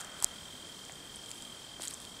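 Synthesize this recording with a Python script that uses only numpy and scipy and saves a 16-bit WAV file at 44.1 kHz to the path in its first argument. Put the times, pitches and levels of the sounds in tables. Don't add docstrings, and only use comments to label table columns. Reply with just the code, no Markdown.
import sys
import numpy as np
from scipy import signal
from scipy.fft import rfft, irfft
from scipy.io import wavfile
from scipy.ndimage import uniform_filter1d

SR = 44100
rng = np.random.default_rng(int(sys.argv[2]) if len(sys.argv) > 2 else 0)


def store_wav(level_fs):
    pcm = np.round(np.clip(np.atleast_2d(level_fs), -1, 1) * 32767)
    wavfile.write(sys.argv[1], SR, pcm.T.astype(np.int16))


def invert_db(level):
    return 10 ** (np.asarray(level, dtype=float) / 20)


N = 97020


def curve(table):
    return np.interp(np.arange(N) / SR, *np.array(table, float).T[:2])


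def unit(x):
    return x / np.sqrt(np.mean(x ** 2))


def ring(x, hz, width_hz):
    return signal.lfilter(*signal.iirpeak(hz, hz / width_hz, fs=SR), x)


def ringing_noise(hz, width_hz, second_hz, second_width_hz):
    return unit(ring(ring(rng.standard_normal(N), hz, width_hz), second_hz, second_width_hz))


def walk(rate):
    hold = int(SR / rate)
    steps = np.repeat(rng.standard_normal(N // hold + 1), hold)
    return 1.6 * uniform_filter1d(uniform_filter1d(steps, hold), hold)[:N]


def add(out, s, sound, db):
    i = int(s * SR)
    out[i:i + len(sound)] += (invert_db(db) * sound / np.abs(sound).max())[:N - i]


def trill(beat, wing_hz, pulse_s, scatter_hz):
    edge_s, jitter_s = .0035, .00004
    length_scatter, level_scatter_db = .11, 1.0
    sag_hz_per_s = -3500
    t = np.arange(N) / SR
    stroke = np.round(beat).astype(int)
    chance = rng.standard_normal((120, 4))
    centre = np.interp(np.arange(120), beat, t) + jitter_s * chance[:, 0]
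    u = t - centre[stroke]
    half = pulse_s / 2 * (1 + length_scatter * chance[stroke, 1])
    shape = np.sin(np.pi / 2 * np.clip((half - np.abs(u)) / edge_s + .5, 0, 1)) ** 2
    turns = (wing_hz + scatter_hz * chance[stroke, 2]) * u + sag_hz_per_s / 2 * u ** 2
    return unit(shape * invert_db(level_scatter_db * chance[stroke, 3]) * np.sin(2 * np.pi * turns))


def near_cricket():
    # t/s, lead over an even beat [strokes]
    stroke_drift = [(0, .1), (.2, 0.095), (.3, 0.013), (.7, -0.16), (1.0, -0.1), (1.1, 0.0043), (1.5, .08),
                    (1.7, -0.034), (1.9, 0.068), (2.2, -0.066)]
    # t/s, level/dB
    song_level = [(0, -54), (.3, -52.5), (.5, -53.5), (.7, -52), (.77, -55), (1.0, -54.5), (1.2, -53),
                  (1.31, -54), (1.42, -51.5), (1.62, -54), (1.76, -52), (1.82, -53), (2.0, -57), (2.2, -52)]
    stroke_hz, first_stroke = 42.0715, -.238
    echo_s, echo_db = .012, -11
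    beat = stroke_hz * np.arange(N) / SR + first_stroke + curve(stroke_drift)
    song = trill(beat, wing_hz=3200, pulse_s=.0095, scatter_hz=9)
    walls = rng.standard_normal(4000) * np.exp(-np.arange(4000) / SR / echo_s)
    echo = unit(signal.fftconvolve(song, walls)[:N])
    return (song + invert_db(echo_db) * echo) * invert_db(curve(song_level))


def far_cricket():
    # t/s, level/dB
    far_level = [(0, -65), (.3, -67), (.5, -65.5), (.85, -66.5), (1.3, -68), (1.7, -67.5), (2.2, -67)]
    stroke_hz, first_stroke, wing_hz = 49.15, .052, 3534
    blur_db = 0.5
    beat = stroke_hz * np.arange(N) / SR + first_stroke + 0.0536 * walk(6.6)
    strokes = trill(beat, wing_hz, pulse_s=0.005, scatter_hz=41.2)
    blur = ringing_noise(wing_hz - 60, 430, wing_hz - 60, 400)
    return (strokes + invert_db(blur_db) * blur) * invert_db(curve(far_level))


def ticks():
    # t/s of the peak, peak level/dB, ring f/Hz, share of the shell's lower ring/dB
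    tick_events = [(0.0077, -27.5, 8000, -35), (0.0133, -29.5, 7060, -16.5), (0.046, -34.5, 6700, -31),
                   (0.0494, -38, 8600, -23), (0.1034, -39, 8000, -17), (0.2022, -32.5, 8400, -14),
                   (0.8511, -36, 7200, -23), (0.922, -32.5, 7130, -25), (1.1595, -32.5, 8350, -36),
                   (1.2604, -36, 7400, -20), (1.306, -33.5, 8300, -26), (1.3149, -28, 7700, -9.5),
                   (1.3563, -42, 8700, -12), (1.423, -32, 7660, -7), (1.4515, -39, 8800, -7),
                   (1.821, -25.5, 7150, -13.5), (1.8238, -36, 8040, -4), (1.836, -36, 8100, -20),
                   (1.8526, -27, 8000, -27), (1.8608, -42, 8700, -14), (1.8749, -24.5, 6600, -9),
                   (1.8812, -20.5, 7450, -20), (1.8854, -39, 7100, -11), (1.9064, -34, 8000, -12),
                   (1.9101, -32, 7800, -5), (1.9383, -29, 7600, -21), (1.9425, -27.5, 7400, -34),
                   (2.002, -33.5, 8100, -14), (2.0178, -35, 8100, -19), (2.0515, -39, 7150, -1.5)]
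    decay_ms, port_width_hz = .7, 1600
    shell_hz, shell_width_hz = 4200, 1800
    out = np.zeros(N)
    ms = np.arange(300) / SR * 1000
    for s, db, hz, shell_db in tick_events:
        scrape = rng.standard_normal(len(ms)) * np.exp(-ms / decay_ms)
        port = ring(ring(scrape, hz, port_width_hz), hz, 2800)
        shell = ring(ring(scrape, shell_hz, shell_width_hz), shell_hz, 6000)
        start = s - .0003
        add(out, start, port, db)
        add(out, start, shell, db + shell_db + 7)
    return out


def snaps():
    # t/s, peak level/dB, ring f/Hz, ring t60/ms
    snap_events = [
        (.2251, -15.5, 8000, 7.6),
        (.2446, -3, 7600, 1.1),
    ]
    broad_db = -1.5
    out, push = np.zeros(N), signal.unit_impulse(3000)
    for s, db, hz, ms in snap_events:
        click = ring(ring(ring(push, hz, 8000), hz, 8000), hz, 10000)
        add(out, s, ring(click, hz, 2200 / ms) * 3 + invert_db(broad_db) * click, db)
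    return out


def knocks():
    # t/s, peak level/dB, ring f/Hz, ring t60/ms
    knock_events = [(.2252, -31.5, 910, 9.6), (0.225, -38, 3040, 1.6), (.2447, -33.5, 770, 4.1),
                    (.896, -39, 727, 11), (.896, -35.5, 1990, 4.6), (1.7974, -35, 705, 4.7),
                    (1.800, -39.5, 350, 11)]
    out, push = np.zeros(N), signal.unit_impulse(3000)
    for s, db, hz, ms in knock_events:
        body = ring(push, hz, 2200 / ms)
        add(out, s, ring(ring(body, hz, 4.4 * hz), hz, 2 * hz), db)
    return out


def thumps():
    # t/s, peak level/dB, swing f/Hz
    jolts = [(0.2245, -47.5, 110), (.244, -43, 150), (0.247, -54, 30), (0.422, -48.5, 75)]
    out, push = np.zeros(N), signal.unit_impulse(3000)
    for s, db, hz in jolts:
        add(out, s, ring(ring(push, hz, hz), hz, 2 * hz), db)
    return out


def rubbing():
    # t/s, level/dB
    rub_level = [(0, -55), (.07, -66), (.195, -60), (.228, -52), (.2435, -36), (.246, -65), (1.24, -60),
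                 (1.265, -55.5), (1.33, -57), (1.46, -60), (1.795, -71), (1.815, -44), (1.89, -47),
                 (1.955, -54), (1.97, -67), (2.05, -48), (2.07, -66), (2.2, -60)]
    grains_per_s, spread_db, uneven_db = 3900, 2, 2.5
    port_hz, port_width_hz, body_db = 7900, 1530, -3
    grains = (rng.random(N) < grains_per_s / SR) * invert_db(spread_db * rng.exponential(size=N))
    friction = signal.lfilter([1], [1, -.95], grains) * rng.standard_normal(N)
    port = ring(ring(friction, port_hz, port_width_hz), port_hz, 4000)
    shell = ring(ring(friction, 4530, 6400), 4400, 9000) + 0.88 * ring(friction, 1580, 2100)
    return unit(port + invert_db(body_db) * shell) * invert_db(curve(rub_level) + uneven_db * walk(80))


def car():
    # t/s, level/dB of the tyres
    car_fade = [(0, -52), (.3, -58), (.6, -68.5), (1.2, -71), (2.2, -71)]
    tyres = ringing_noise(1350, 680, 1350, 1360)
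    engine = ringing_noise(620, 230, 600, 530)
    return tyres * invert_db(curve(car_fade)) + engine * invert_db(curve(car_fade) - 6.5)


def town():
    # f/Hz, level/dB per Hz
    town_colour = [(30, -8), (58, -4), (260, -1), (420, -6), (1200, -9), (2700, -14.5), (4800, -10),
                   (16000, -28.5)]
    town_db, swell_db, flicker_db = -51.5, .25, .5
    f = np.fft.rfftfreq(N, 1 / SR) + 1
    hz, db = np.transpose(town_colour)
    wash = rfft(rng.standard_normal(N)) * invert_db(np.interp(np.log(f), np.log(hz), db))
    out, swell = np.zeros(N), walk(4.5)
    place = 2 * np.log2(f / 20)
    for band in range(21):
        share = np.clip(1 - np.abs(place - band), 0, 1)
        out += irfft(wash * share, N) * invert_db(swell_db * swell + flicker_db * walk(8.72))
    return unit(out) * invert_db(town_db)


def port_hiss():
    hiss_db, flicker_db = -58, .5
    return ringing_noise(8000, 1680, 8000, 3360) * invert_db(hiss_db + flicker_db * walk(6.7))


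def scene():
    crickets = near_cricket() + far_cricket()
    handling = ticks() + snaps() + knocks() + thumps() + rubbing()
    background = car() + town() + port_hiss()
    return np.tile(crickets + handling + background, (2, 1))


def treble_gate(x, top_hz):
    holes_from_hz, hole_db = 10500, -1.7
    f, _, z = signal.stft(x, SR, nperseg=2048)
    power = uniform_filter1d(np.abs(z) ** 2, size=7, axis=-2)
    power = uniform_filter1d(power, size=2, axis=-1)
    bar_db = hole_db - 2.2 * np.clip((holes_from_hz - f) / 1500, 0, 1) + 9 * (f > top_hz)
    usual = np.median(power, axis=-1, keepdims=True)
    keep = power > usual * invert_db(bar_db)[:, None] ** 2
    untouched = (f < 2300)[:, None]
    return signal.istft(z * (keep | untouched), SR, nperseg=2048)[1][:, :N]


def low(x, hz):
    return signal.sosfiltfilt(signal.butter(16, hz, fs=SR, output="sos"), x)


def low_pass(x):
    return signal.sosfilt(signal.butter(12, 16850, fs=SR, output="sos"), x)


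def record(dry):
    top_hz, over_top_db = 15750, -14
    below = low(dry, top_hz)
    shaded = below + invert_db(over_top_db) * (low(dry, top_hz + 800) - below)
    return low_pass(treble_gate(shaded, top_hz))


dry = scene()
out = record(dry)
store_wav(out)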